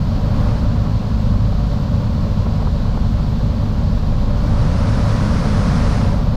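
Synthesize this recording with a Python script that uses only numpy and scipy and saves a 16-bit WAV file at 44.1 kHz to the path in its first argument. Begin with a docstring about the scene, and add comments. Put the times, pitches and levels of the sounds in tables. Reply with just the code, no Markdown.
"""A four-cylinder engine and its propeller drone, heard from inside the cockpit of a light aircraft in
level flight. The slipstream buffets the microphone, slaps the canopy and roars in the cabin's hollows.
As the draught grows, a gap in the canopy hisses. A faint, thin, very high tone comes and goes.
"""
import sys
import numpy as np
from scipy import signal
from scipy.fft import rfft, irfft
from scipy.io import wavfile
from scipy.ndimage import uniform_filter1d, minimum_filter1d

SR = 44100
rng = np.random.default_rng(int(sys.argv[2]) if len(sys.argv) > 2 else 0)


def pcm_store(signal):
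    """Save signal as 16-bit PCM."""
    levels = np.round(np.clip(np.atleast_2d(signal), -1, 1) * 32767)
    wavfile.write(sys.argv[1], SR, levels.astype(np.int16).T)


N = 280476
TIME = np.arange(N) / SR
BIN_HZ = np.arange(N // 2 + 1) * SR / N


def undb(db):
    """Decibels to gain."""
    return 10 ** (np.asarray(db) / 20)


def unit(x):
    """Scale to rms 1."""
    return x / np.sqrt(np.mean(x ** 2))


def curve(rows):
    """Rows of (seconds, value) joined by straight lines."""
    return np.interp(TIME, *np.transpose(rows))


def waver(rate_hz):
    """A smooth random wander of rms 1, mostly slower than rate_hz."""
    smoothing = np.exp(-(BIN_HZ / rate_hz) ** 2) * (BIN_HZ > 0)
    return unit(irfft(rfft(rng.standard_normal(N)) * smoothing, N))


def noise(colour):
    """Noise of rms 1 with a spectrum of (Hz, dB) points that falls away beyond both ends."""
    hz = np.maximum(BIN_HZ, 1)
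    points_hz, points_db = np.transpose(colour)
    roll_off = np.minimum(1, np.minimum(hz / points_hz[0], points_hz[-1] / hz)) ** 4
    gain = undb(np.interp(np.log(hz), np.log(points_hz), points_db)) * roll_off
    return unit(irfft(rfft(rng.standard_normal(N)) * gain, N))


def ringing_noise(modes):
    """Noise of rms 1 rung through steep-sided resonances of (centre Hz, width Hz, dB)."""
    power = sum(undb(db) ** 2 / (1 + ((BIN_HZ - hz) / (width / 2)) ** 2) ** 2 for hz, width, db in modes)
    return unit(irfft(rfft(rng.standard_normal(N)) * np.sqrt(power), N))


def draught(rise_s=0.6, fall_s=0.51):
    """Strength of the draught, 0 in calm air and about 1 in a full gust; each builds, then dies evenly."""
    # Gusts over the canopy. Each row: start in seconds, length in seconds, strength it builds towards.
    gusts = [(0.017, 0.48, 0.87), (4.074, 1.85, 1.01)]
    total = 0
    for start, length, strength in gusts:
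        rise = 1 - np.exp(-np.clip(TIME - start, 0, length) / rise_s)
        fall = np.clip(1 - (TIME - start - length) / fall_s, 0, 1)
        total += strength * rise * fall
    return total


def faint_high_tone(pitch_hz=14620, width_hz=210, fade_s=.1):
    """A faint, thin tone near 14.6 kHz comes and goes."""
    # Spells of the tone. Each row: start in seconds, length in seconds, level in dB.
    spells = [(-.08, .6, -68.5), (1.74, .38, -75), (3.27, .13, -68), (4.33, .18, -68), (4.92, 1.42, -68.5)]
    envelope = 0
    for start, length, db in spells:
        inside_s = np.minimum(TIME - start, start + length - TIME)
        envelope += undb(db) * np.clip(.5 + inside_s / fade_s, 0, 1)
    return envelope * ringing_noise([(pitch_hz, width_hz, 0)])


def air_hiss(gust, skin_db=-45, gap_db=-33, leak_threshold=0.27):
    """Air slides evenly along the skin outside, and surges through the canopy gap in a strong gust."""
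    # Spectra of the air on the skin and in the gap. Each row: frequency in Hz, relative level in dB.
    skin_colour = [(1000, -12), (2000, -5.3), (2700, -3.4), (3400, -.5), (4300, 2.8), (5200, -3.3),
                   (6300, -9.2), (7500, -13.5), (8600, -19.3), (10000, -24), (11300, -25.5), (12100, -18.3),
                   (13400, -21.5), (15700, -29)]
    gap_colour = [(800, -1), (1250, 11.5), (1700, 5.5), (2300, 1.5), (3000, -4), (5200, -0.5), (6300, -5.5),
                  (7300, -12), (8600, -13.5), (9600, -12.5), (10500, -20), (11200, -25), (12000, -39)]
    flicker = undb(.3 * waver(12))
    leak = np.maximum(gust - leak_threshold, 0) / (1 - leak_threshold)
    return flicker * (undb(skin_db) * noise(skin_colour) + undb(gap_db) * leak * noise(gap_colour))


def canopy_slaps(width_s=0.0025):
    """Strong eddies burst on the canopy, each in a few milliseconds."""
    # Single slaps of air. 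Each row: time in seconds, level in dB.
    slaps = [(1.529, -26), (2.468, -24.5), (2.628, -24.5), (2.673, -22), (2.976, -23.5)]
    # The dull spectrum of a slap. Each row: frequency in Hz, relative level in dB.
    slap_colour = [(300, 3), (700, 3.5), (1200, -6), (2000, -22), (5000, -43)]
    bursts = sum(undb(db) * np.exp(-.5 * ((TIME - at) / width_s) ** 2) for at, db in slaps)
    return bursts * noise(slap_colour)


def propeller_wash(cycles, gust, calm_db=-38.5, gust_db=6, eddy_db=0.51):
    """The wash roars, throbbing faintly with the blades, heard directly and through the cabin."""
    # Spectrum of the wash heard directly. Each row: frequency in Hz, relative level in dB.
    wash_colour = [(200, -19), (330, -6), (480, 3.5), (660, 1), (800, 2.5), (1050, 0), (1350, -2.5),
                   (1600, -7.5), (2200, -15), (3200, -17), (5000, -32), (8000, -46), (11000, -48.5)]
    # Resonances around the microphone: the cabin's hollows and, lower, the boom of its air.
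    # Each row: centre in Hz, width in Hz, relative level in dB.
    hollow_modes = [(440, 85, -5), (522, 55, -3), (583, 70, .5), (722, 34, -5), (970, 90, -9.5),
                    (1085, 120, -10)]
    boom_modes = [(180.7, 107, 1.5), (217, 37, -3), (282.3, 22, -5.5)]
    blades = 1 + .06 * np.cos(2 * np.pi * 2 * 2 * cycles)  # two blades, two turns a cycle
    flow = undb(calm_db + gust_db * gust + eddy_db * waver(27))
    hollows = undb(3) * ringing_noise(hollow_modes)
    boom = undb(12) * ringing_noise(boom_modes)
    direct = undb(1.83) * noise(wash_colour)
    return flow * blades * (direct + hollows + boom)


def microphone_buffet(gust, calm_db=-18, gust_db=2.5):
    """Eddies right at the microphone shake it: a deep, fluttering rumble."""
    # Spectrum of the rumble. Each row: frequency in Hz, relative level in dB.
    buffet_colour = [(14, -10), (22, 0), (36, 0), (43, -3), (56, 0), (68, 0), (82, 2.5), (115, 0),
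                     (135, -3), (180, -8), (230, -7), (262, -18), (325, -32)]
    return noise(buffet_colour) * undb(calm_db + gust_db * gust + waver(60))


def engine(cycles, gust, drone_db=-23, gust_db=4, shake_db=-25, shake_waver_db=3.5):
    """Engine and propeller drone through the cabin, wavering in moving air, and shake the airframe."""
    # Tones of the drone. Each row: multiple of the cycle rate, relative level in dB.
    # Order 2 is the crankshaft, order 4 the firing rate.
    orders = [(2, 0), (4, -2), (6, -7), (9, -17)]
    # The crankshaft's throb. Each row: time in seconds, level in dB.
    throb = [(0.0, -24), (0.76, -22), (0.94, -27), (1.33, -17), (2.07, -22), (2.21, -31), (2.27, -21.5),
             (4.62, -20), (5.14, -33), (5.91, -19), (6.36, -25)]
    drone = 0
    for order, db in orders:
        phase = 2 * np.pi * (order * cycles + rng.random()) + .35 * waver(3)
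        level_db = curve(throb) if order == 2 else drone_db + gust_db * gust + waver(1.5)
        drone += undb(db + level_db) * np.sin(phase)
    shake_gain = undb(shake_db + shake_waver_db * waver(1))
    shake = shake_gain * np.sin(2 * np.pi * cycles + waver(0.78))  # once an engine cycle
    return np.sqrt(2) * (drone + shake)  # the sines' levels are rms


def scene():
    """One microphone in the cockpit; the same gusts swell drone, rumble, roar and hiss."""
    # Engine speed. Each row: time in seconds, four-stroke cycles per second.
    speed = [(0, 25.87), (1.2, 26.03), (2.3, 25.61), (4.1, 25.54), (5.1, 25.71), (6.36, 25.07)]
    cycles = np.cumsum(curve(speed)) / SR
    gust = draught()
    mix = engine(cycles, gust) + microphone_buffet(gust) + propeller_wash(cycles, gust)
    return (mix + canopy_slaps() + air_hiss(gust) + faint_high_tone())[None]


def limit_bass(x, ceiling_db=-7, hold_s=.012, split_hz=350):
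    """A look-ahead limiter eases the bass down around each peak and lets the treble pass."""
    bass = signal.sosfiltfilt(signal.butter(N=4, Wn=split_hz, fs=SR, output="sos"), x)
    hold = int(hold_s * SR)
    needed_gain = np.minimum(1, undb(ceiling_db) / (np.abs(bass) + 1e-9))
    smooth_gain = uniform_filter1d(minimum_filter1d(needed_gain, hold), hold)
    return x + bass * (smooth_gain - 1)


def record(dry, top_hz=15700, fade_s=.003):
    """The microphone's signal has its bass peaks limited, its ends briefly faded and its top cut."""
    fade = np.minimum(1, np.minimum(TIME, TIME[-1] - TIME) / fade_s)
    low_pass = signal.ellip(10, .2, 70, top_hz, fs=SR, output="sos")
    return signal.sosfilt(low_pass, limit_bass(dry) * fade)


dry = scene()
out = record(dry)
pcm_store(out)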